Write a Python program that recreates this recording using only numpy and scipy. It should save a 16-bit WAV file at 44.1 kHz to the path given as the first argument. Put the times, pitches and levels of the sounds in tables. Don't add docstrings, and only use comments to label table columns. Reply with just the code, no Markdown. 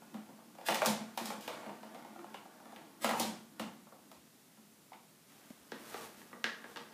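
import sys
import numpy as np
from scipy import signal
from scipy.fft import rfft, irfft, next_fast_len
from scipy.io import wavfile
from scipy.ndimage import uniform_filter1d

SR = 44100
rng = np.random.default_rng(int(sys.argv[2]) if len(sys.argv) > 2 else 0)


def output_pcm(signal):
    pcm = np.clip(np.atleast_2d(signal).T, -1, 1) * 32767
    wavfile.write(sys.argv[1], SR, np.round(pcm).astype(np.int16))


def rack_gain(trim_db):
    fader = np.asarray(trim_db, float)
    return 10 ** (fader / 20)


N = 305613

# f/Hz, level/dB, t60/s
RING_MODES = [
    [(215, 0, .13), (335, -7, .06)],
    [(505, -4, .03), (545, -2, .03), (665, -1, .028), (770, 0, .036), (860, 1, .026), (940, -1, .022),
     (1090, -2, .018), (1240, -3, .016), (1345, -4, .02)],
    [(1640, -2, .011), (1900, -1, .011), (2150, 0, .009), (2400, 0, .009), (2900, 0, .008),
     (3550, -3, .007), (4250, -8, .005)],
]
WALL_TO_BASE_DB = -25.5


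def unit(x):
    return x / np.sqrt(np.mean(x ** 2) + 1e-20)


def along(points, hz):
    f, v = np.transpose(points)
    return np.interp(np.log(hz + 1), np.log(f + 1), v)


def filtered(x, response):
    m = next_fast_len(len(x) + 8192)
    hz = np.fft.rfftfreq(m, 1 / SR)
    return irfft(rfft(x, m) * response(hz), m)[:len(x)]


def causal(gain):
    cepstrum = irfft(np.log(gain + 1e-9))
    half = len(cepstrum) // 2
    cepstrum[1:half] *= 2
    cepstrum[half + 1:] = 0
    return irfft(np.exp(rfft(cepstrum)))[:half]


def swell(start, hold, db, rise, fall):
    t = np.arange(N) / SR
    before = np.maximum(start - t, 0)
    after = np.maximum(t - start - hold, 0)
    return rack_gain(db - rise * before - fall * after)


def grit(rate, spread_db):
    touch = rng.random(N) < rate / SR
    sign = np.sign(rng.standard_normal(N))
    return touch * sign * rack_gain(spread_db * rng.standard_normal(N))


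def resonant(x, modes):
    def body(f):
        total = 0
        for k, (hz, db, t60) in enumerate(modes):
            mode = 1j * f * 2.2 / t60 / (hz * hz - f * f + 1j * f * 4.1 / t60)
            total = total + (-1) ** k * rack_gain(db) * mode
        return total
    return unit(filtered(x, body))


def knocks(events, body, click, gains_db, scatter_db):
    base_gain, shell_gain, upper_gain, click_gain = gains_db
    out = np.zeros(N + SR)
    f = np.fft.rfftfreq(8192, 1 / SR)
    for s, upper_db, base_db, shell_db, click_db in events:
        power = rack_gain(click_db + click_gain + along(click, f)) ** 2 * (f / (f + 1500)) ** 2
        part_levels = (base_db + base_gain, shell_db + shell_gain, upper_db + upper_gain)
        for modes, db in zip(body, part_levels):
            hz, level, t60 = np.transpose(modes)[..., None]
            level = level + rng.normal(0, scatter_db, hz.shape)
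            hz = hz * (1 + 0.0072 * rng.standard_normal(hz.shape))
            skirt = 4 * f ** 2 * hz ** 2 / (f ** 2 + hz ** 2) ** 2
            width = np.hypot(2 * np.pi * (f - hz), np.log(1000) / t60)
            peak = rack_gain(db + level) * skirt * SR / 2 / width
            power += (peak ** 2).sum(0)
        blow = causal(np.sqrt(power))
        out[round(s * SR):][:len(blow)] += blow
    return out[:N]


def dispersed(x, lag):
    return filtered(x, lambda hz: np.exp(2j * np.pi * lag * (hz / 2 - 2 * np.sqrt(1e3 * hz))))


def strike_ring(rows, lag):
    # f/Hz, level/dB per Hz
    ring_click = [(1500, -7.5), (3500, 8.5), (8000, 1), (15000, -3)]
    struck = knocks(rows, RING_MODES, ring_click, gains_db=(-4, -2, -7.5, 24.0), scatter_db=3.5)
    return dispersed(struck, lag)


def scuffing(strokes, spectrum):
    grains = unit(grit(6000, spread_db=3.5)) + 0.28 * rng.standard_normal(N)
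    drag = np.zeros(N)
    for s, hold, db, attack, release in strokes:
        drag += swell(s, hold, db, 20 / attack, 20 / release)
    return drag * unit(filtered(grains, lambda hz: rack_gain(along(spectrum, hz))))


def rolling():
    # t/s, shell level/dB, base over shell/dB, slowing/(dB/s)
    pushes = [(0.01, -61, 5.5, 12), (0.19, -62.5, -4, 40), (0.64, -56, -12, 150), (1.0, -50, -30, 108),
              (1.32, -50.5, 2, 90), (1.531, -46.5, -5, 44), (1.85, -56.5, 2.5, 10), (2.29, -57.5, -3, 45),
              (2.69, -57, 2.3, 30), (3.0, -63.5, 12, 100), (3.36, -55.5, -13, 158), (3.64, -55, 4, 96),
              (4.084, -69, 12.5, 92), (5.95, -48.5, -21, 98), (6.0, -66.5, 5.5, 9), (6.332, -65, 4.5, 32),
              (6.552, -56, -15, 22), (6.92, -55, -25, 20.5)]
    # f/Hz, level/dB, t60/s
    tunnel = [
        (783, 0, 0.012),
    ]
    # f/Hz, level/dB, t60/s
    carpet = [
        (420, 0, 0.02),
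    ]
    spin_up = 118
    speed = np.array([swell(s, 0, db, spin_up, abs(slowing)) for s, db, _, slowing in pushes])
    base_share = rack_gain([[row[2]] for row in pushes])
    shell = speed.max(0)
    base = (speed * base_share).max(0)
    contacts = grit(1500, spread_db=1.0)
    hollow = rack_gain(-9.5) * resonant(contacts, RING_MODES[1])
    hollow += rack_gain(-14) * resonant(contacts, carpet)
    hollow += rack_gain(-13) * resonant(contacts, tunnel)
    rumble = resonant(grit(500, spread_db=-4.5), RING_MODES[0])
    return shell * hollow + rack_gain(-5.5) * base * rumble


def wall_bumps():
    # t/s, shell level/dB, hardness/dB
    bumps = [(0.0195, -55.5, -3), (0.143, -44.5, 0), (0.1714, -63, 15), (0.2886, -54.5, -5),
             (0.3884, -57, -12), (0.5508, -52.5, -4), (0.5846, -49.5, 1), (0.6124, -53, 5),
             (1.8307, -46, 1.5), (1.947, -44.5, 1.5), (2.0245, -56, 6), (2.0484, -47.5, -2),
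             (2.16, -50.5, -12), (2.1917, -50.5, 4), (2.2428, -49, -2), (2.3436, -43, 4.5),
             (2.4537, -52.5, -8), (2.5405, -55.5, -23.5), (2.6013, -53, -7), (2.656, -49.5, -3),
             (2.7224, -48, -2.2), (2.7616, -48, 5), (2.8112, -55, -12), (3.8684, -55.5, -15),
             (3.922, -50, -18), (4.5725, -60.5, -3), (4.9182, -48.5, -16), (4.9327, -58.5, 13)]
    rows = []
    for s, db, hard in bumps:
        click_db = db - 14.5 + 0.36 * hard
        rows.append((s, db + hard, db + WALL_TO_BASE_DB, db, click_db))
    return strike_ring(rows, lag=0.003)


def base_landings():
    # t/s, base level/dB
    landings = [(0.143, -44), (0.1723, -43), (0.288, -41.5), (0.5832, -49), (0.6873, -31.5), (0.7074, -39),
                (0.7233, -43), (0.757, -61), (0.816, -38), (0.8591, -26), (0.8867, -32), (1.175, -43.5),
                (1.2094, -36.5), (1.3042, -49), (1.6629, -34), (1.947, -62), (2.192, -45), (2.655, -52.5),
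                (2.762, -46), (2.811, -49), (3.0444, -35.5), (3.0563, -37), (3.1101, -35), (3.1353, -41),
                (3.197, -28), (3.2142, -37), (3.5958, -36), (3.92, -56), (4.5716, -53), (4.9332, -45.5)]
    rows = [(s, db - 60, db, db - 15.5, db - 60) for s, db in landings]
    return strike_ring(rows, lag=0.003)


def carpet_scuffs():
    # t/s, hold/s, level/dB, attack/s, release/s
    strokes = [
        (.662, .012, -40.5, 0.012, .05),
        (.79, .03, -57, .1, .1),
        (0.901, .005, -42, 0.085, 0.023),
        (1.227, 0.058, -52.5, 0.12, 0.1),
        (1.423, .005, -54, 0.02, 0.12),
        (1.596, .005, -74, .2, .01),
        (3.02, 0.025, -44, 0.014, 0.025),
        (3.184, 0.029, -44.5, 0.057, 0.12),
    ]
    # f/Hz, level/dB per Hz
    nap = [(300, -7), (600, -8), (1200, -6), (2500, -6.5), (4500, -9.5), (8000, -12.5), (13000, -13),
           (16000, -22)]
    return scuffing(strokes, nap)


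def paw_blows():
    # t/s, shell level/dB, upper modes over shell/dB, click over shell/dB
    blows = [(0.686, -23.5, 5, -13.5), (0.7063, -36.5, -6, -2.5), (0.7226, -45, 18.5, 3),
             (0.7454, -34, 3, -0.5), (0.7554, -44, 15, 2.5), (0.8192, -23.5, -1.5, -20),
             (0.8501, -27.5, -9, -14), (0.8598, -30, -19, 4), (0.8697, -35, 10, -22),
             (1.1755, -36.5, 8, -1.8), (1.2094, -48.5, 2, -4), (1.2572, -44, -9, 5.5),
             (1.304, -37, 3.5, -11), (1.4094, -66.5, -5, 16.5), (1.4782, -35, 6.5, -10),
             (1.6321, -45.5, -4, -28), (1.6629, -43.5, -3, -19), (1.6933, -43.5, 3, -22),
             (3.0449, -24, 0.5, -10), (3.0568, -42, -5, -24), (3.0921, -32, 5.5, -6.5),
             (3.1104, -31, -4, -11.5), (3.1357, -35.5, -8, -22), (3.1986, -31.5, -9, 1),
             (3.2154, -50, 17, 9), (3.5967, -35.5, 4, -7.5), (4.1155, -53, 3.5, -3)]
    rows = [(s, db + upper, db + WALL_TO_BASE_DB, db, db + click) for s, db, upper, click in blows]
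    return strike_ring(rows, lag=0.000983)


def dull_thumps():
    # t/s, level/dB, f/Hz, t60/s
    thumps = [
        (4.16, -53, 75, .2),
        (5.5042, -27, 240, .027),
        (5.6, -52, 70, .15),
    ]
    out = np.zeros(N)
    for s, db, hz, t60 in thumps:
        t = np.maximum(np.arange(N) / SR - s, 0)
        push = np.sin(2 * np.pi * hz * t) + 0.25 * np.sin(2 * np.pi * 2.56 * hz * t)
        soft_noise = uniform_filter1d(rng.standard_normal(N), size=9)
        tick = rack_gain(2 * db + 12 - 60 * t / .012) * soft_noise * (t > 0)
        out += rack_gain(db - 60 * t / t60) * push * (1 - np.exp(-t * hz)) + tick
    return out


def fur_brushes():
    # t/s, hold/s, level/dB, attack/s, release/s
    brushes = [
        (5.294, 0.21, -64.5, 0.026, 0.28),
        (5.905, 0.15, -53, 0.27, 0.063),
        (6.204, .005, -58, 0.51, 0.32),
        (6.7, .005, -60, 0.12, 0.41),
    ]
    # f/Hz, level/dB per Hz
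    fur = [(300, 1), (1200, -2.5), (2500, -6.5), (4500, -9.5), (8000, -11), (14000, -12.5), (16000, -22)]
    return scuffing(brushes, fur)


def track_knocks():
    # t/s, upper modes/dB, base/dB, shell/dB, click/dB
    taps = [(5.7195, -31.5, -46.5, -35.5, -49), (5.9435, -38, -64, -34.5, -53),
            (6.2161, -48, -75, -57, -73), (6.3141, -73, -59, -51, -80), (6.33, -42, -55, -40.5, -84),
            (6.4422, -18, -48.5, -33, -35.5), (6.471, -42, -77, -43, -69), (6.6421, -39.5, -54.5, -45, -62),
            (6.7605, -33.5, -47, -46, -52), (6.7715, -48, -57, -40.5, -48), (6.8094, -59, -74, -47, -82)]
    # f/Hz, level/dB, t60/s
    track_modes = [
        [(226, 0, .09), (340, -4, .05)],
        [(470, 0, .022), (660, -4, .016), (900, 0, .014), (1160, 0, .014)],
        [(1345, -3, .02), (1480, -5, .014), (1650, 0, .028), (1890, -1, .026), (2130, -4, .014),
         (2780, -6, .008), (3670, -10, .008)],
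    ]
    # f/Hz, level/dB per Hz
    dull_click = [(1500, 3), (2800, 13), (4000, 9), (6200, 0), (7500, -8), (15000, -18)]
    struck = knocks(taps, track_modes, dull_click, gains_db=(3.5, -2, -9.5, 25.0), scatter_db=2.5)
    return dispersed(struck, lag=0.002503)


def room(x, gap=0.0025, near_db=-3, near_t60=0.022):
    # f/Hz, t60/s
    decay = [(150, 0.76), (400, 0.45), (1000, 0.43), (3000, 0.42), (8000, 0.41), (15000, 0.2)]
    out = np.zeros(N + 2 * SR)
    step = SR // 8
    for start in range(0, N, step):
        hz, t, z = signal.stft(rng.standard_normal(SR * 5 // 8), SR, nperseg=256)
        fading = z * rack_gain(-60 * t / along(decay, hz)[:, None])
        tail = signal.istft(fading, SR, nperseg=256)[1]
        age = np.arange(len(tail)) / SR
        tail *= np.clip(age / gap, 0, 1) ** 2
        near = rng.standard_normal(len(tail)) * rack_gain(-60 * age / near_t60)
        answer = tail / np.linalg.norm(tail) + rack_gain(near_db) * near / np.linalg.norm(near)
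        wet = signal.fftconvolve(x[start:start + step], answer)
        out[start:start + len(wet)] += wet
    return out[:N]


def scene():
    drag = rolling() + carpet_scuffs()
    bumps = wall_bumps() + base_landings()
    blows = paw_blows()
    track = track_knocks()
    direct = rack_gain(-7.0) * blows + rack_gain(-5.5) * bumps + rack_gain(-8.5) * drag + rack_gain(-.4) * track
    reflected = room(blows + bumps + drag + track)
    return (direct + reflected + dull_thumps() + fur_brushes())[None]


def roll_off(x):
    return signal.sosfilt(signal.butter(12, 16460, fs=SR, output="sos"), x)


def record(dry):
    # f/Hz, level/dB per Hz
    hiss_colour = [(22, -31), (54, -28), (155, 0), (238, 1.5), (470, -8.5), (2390, -15.5), (12600, -17),
                   (15200, -21)]
    cut = filtered(dry[0], lambda hz: (1j * hz / (1j * hz + 90)) ** 3)
    rounded = cut / (1 + np.abs(cut / .19) ** 3) ** (1 / 3)
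    hiss = unit(filtered(rng.standard_normal(N), lambda hz: rack_gain(along(hiss_colour, hz))))
    heard = filtered(rounded + rack_gain(-63) * hiss, lambda hz: hz < 15500)
    return roll_off(heard[None])


dry = scene()
out = record(dry)
output_pcm(out)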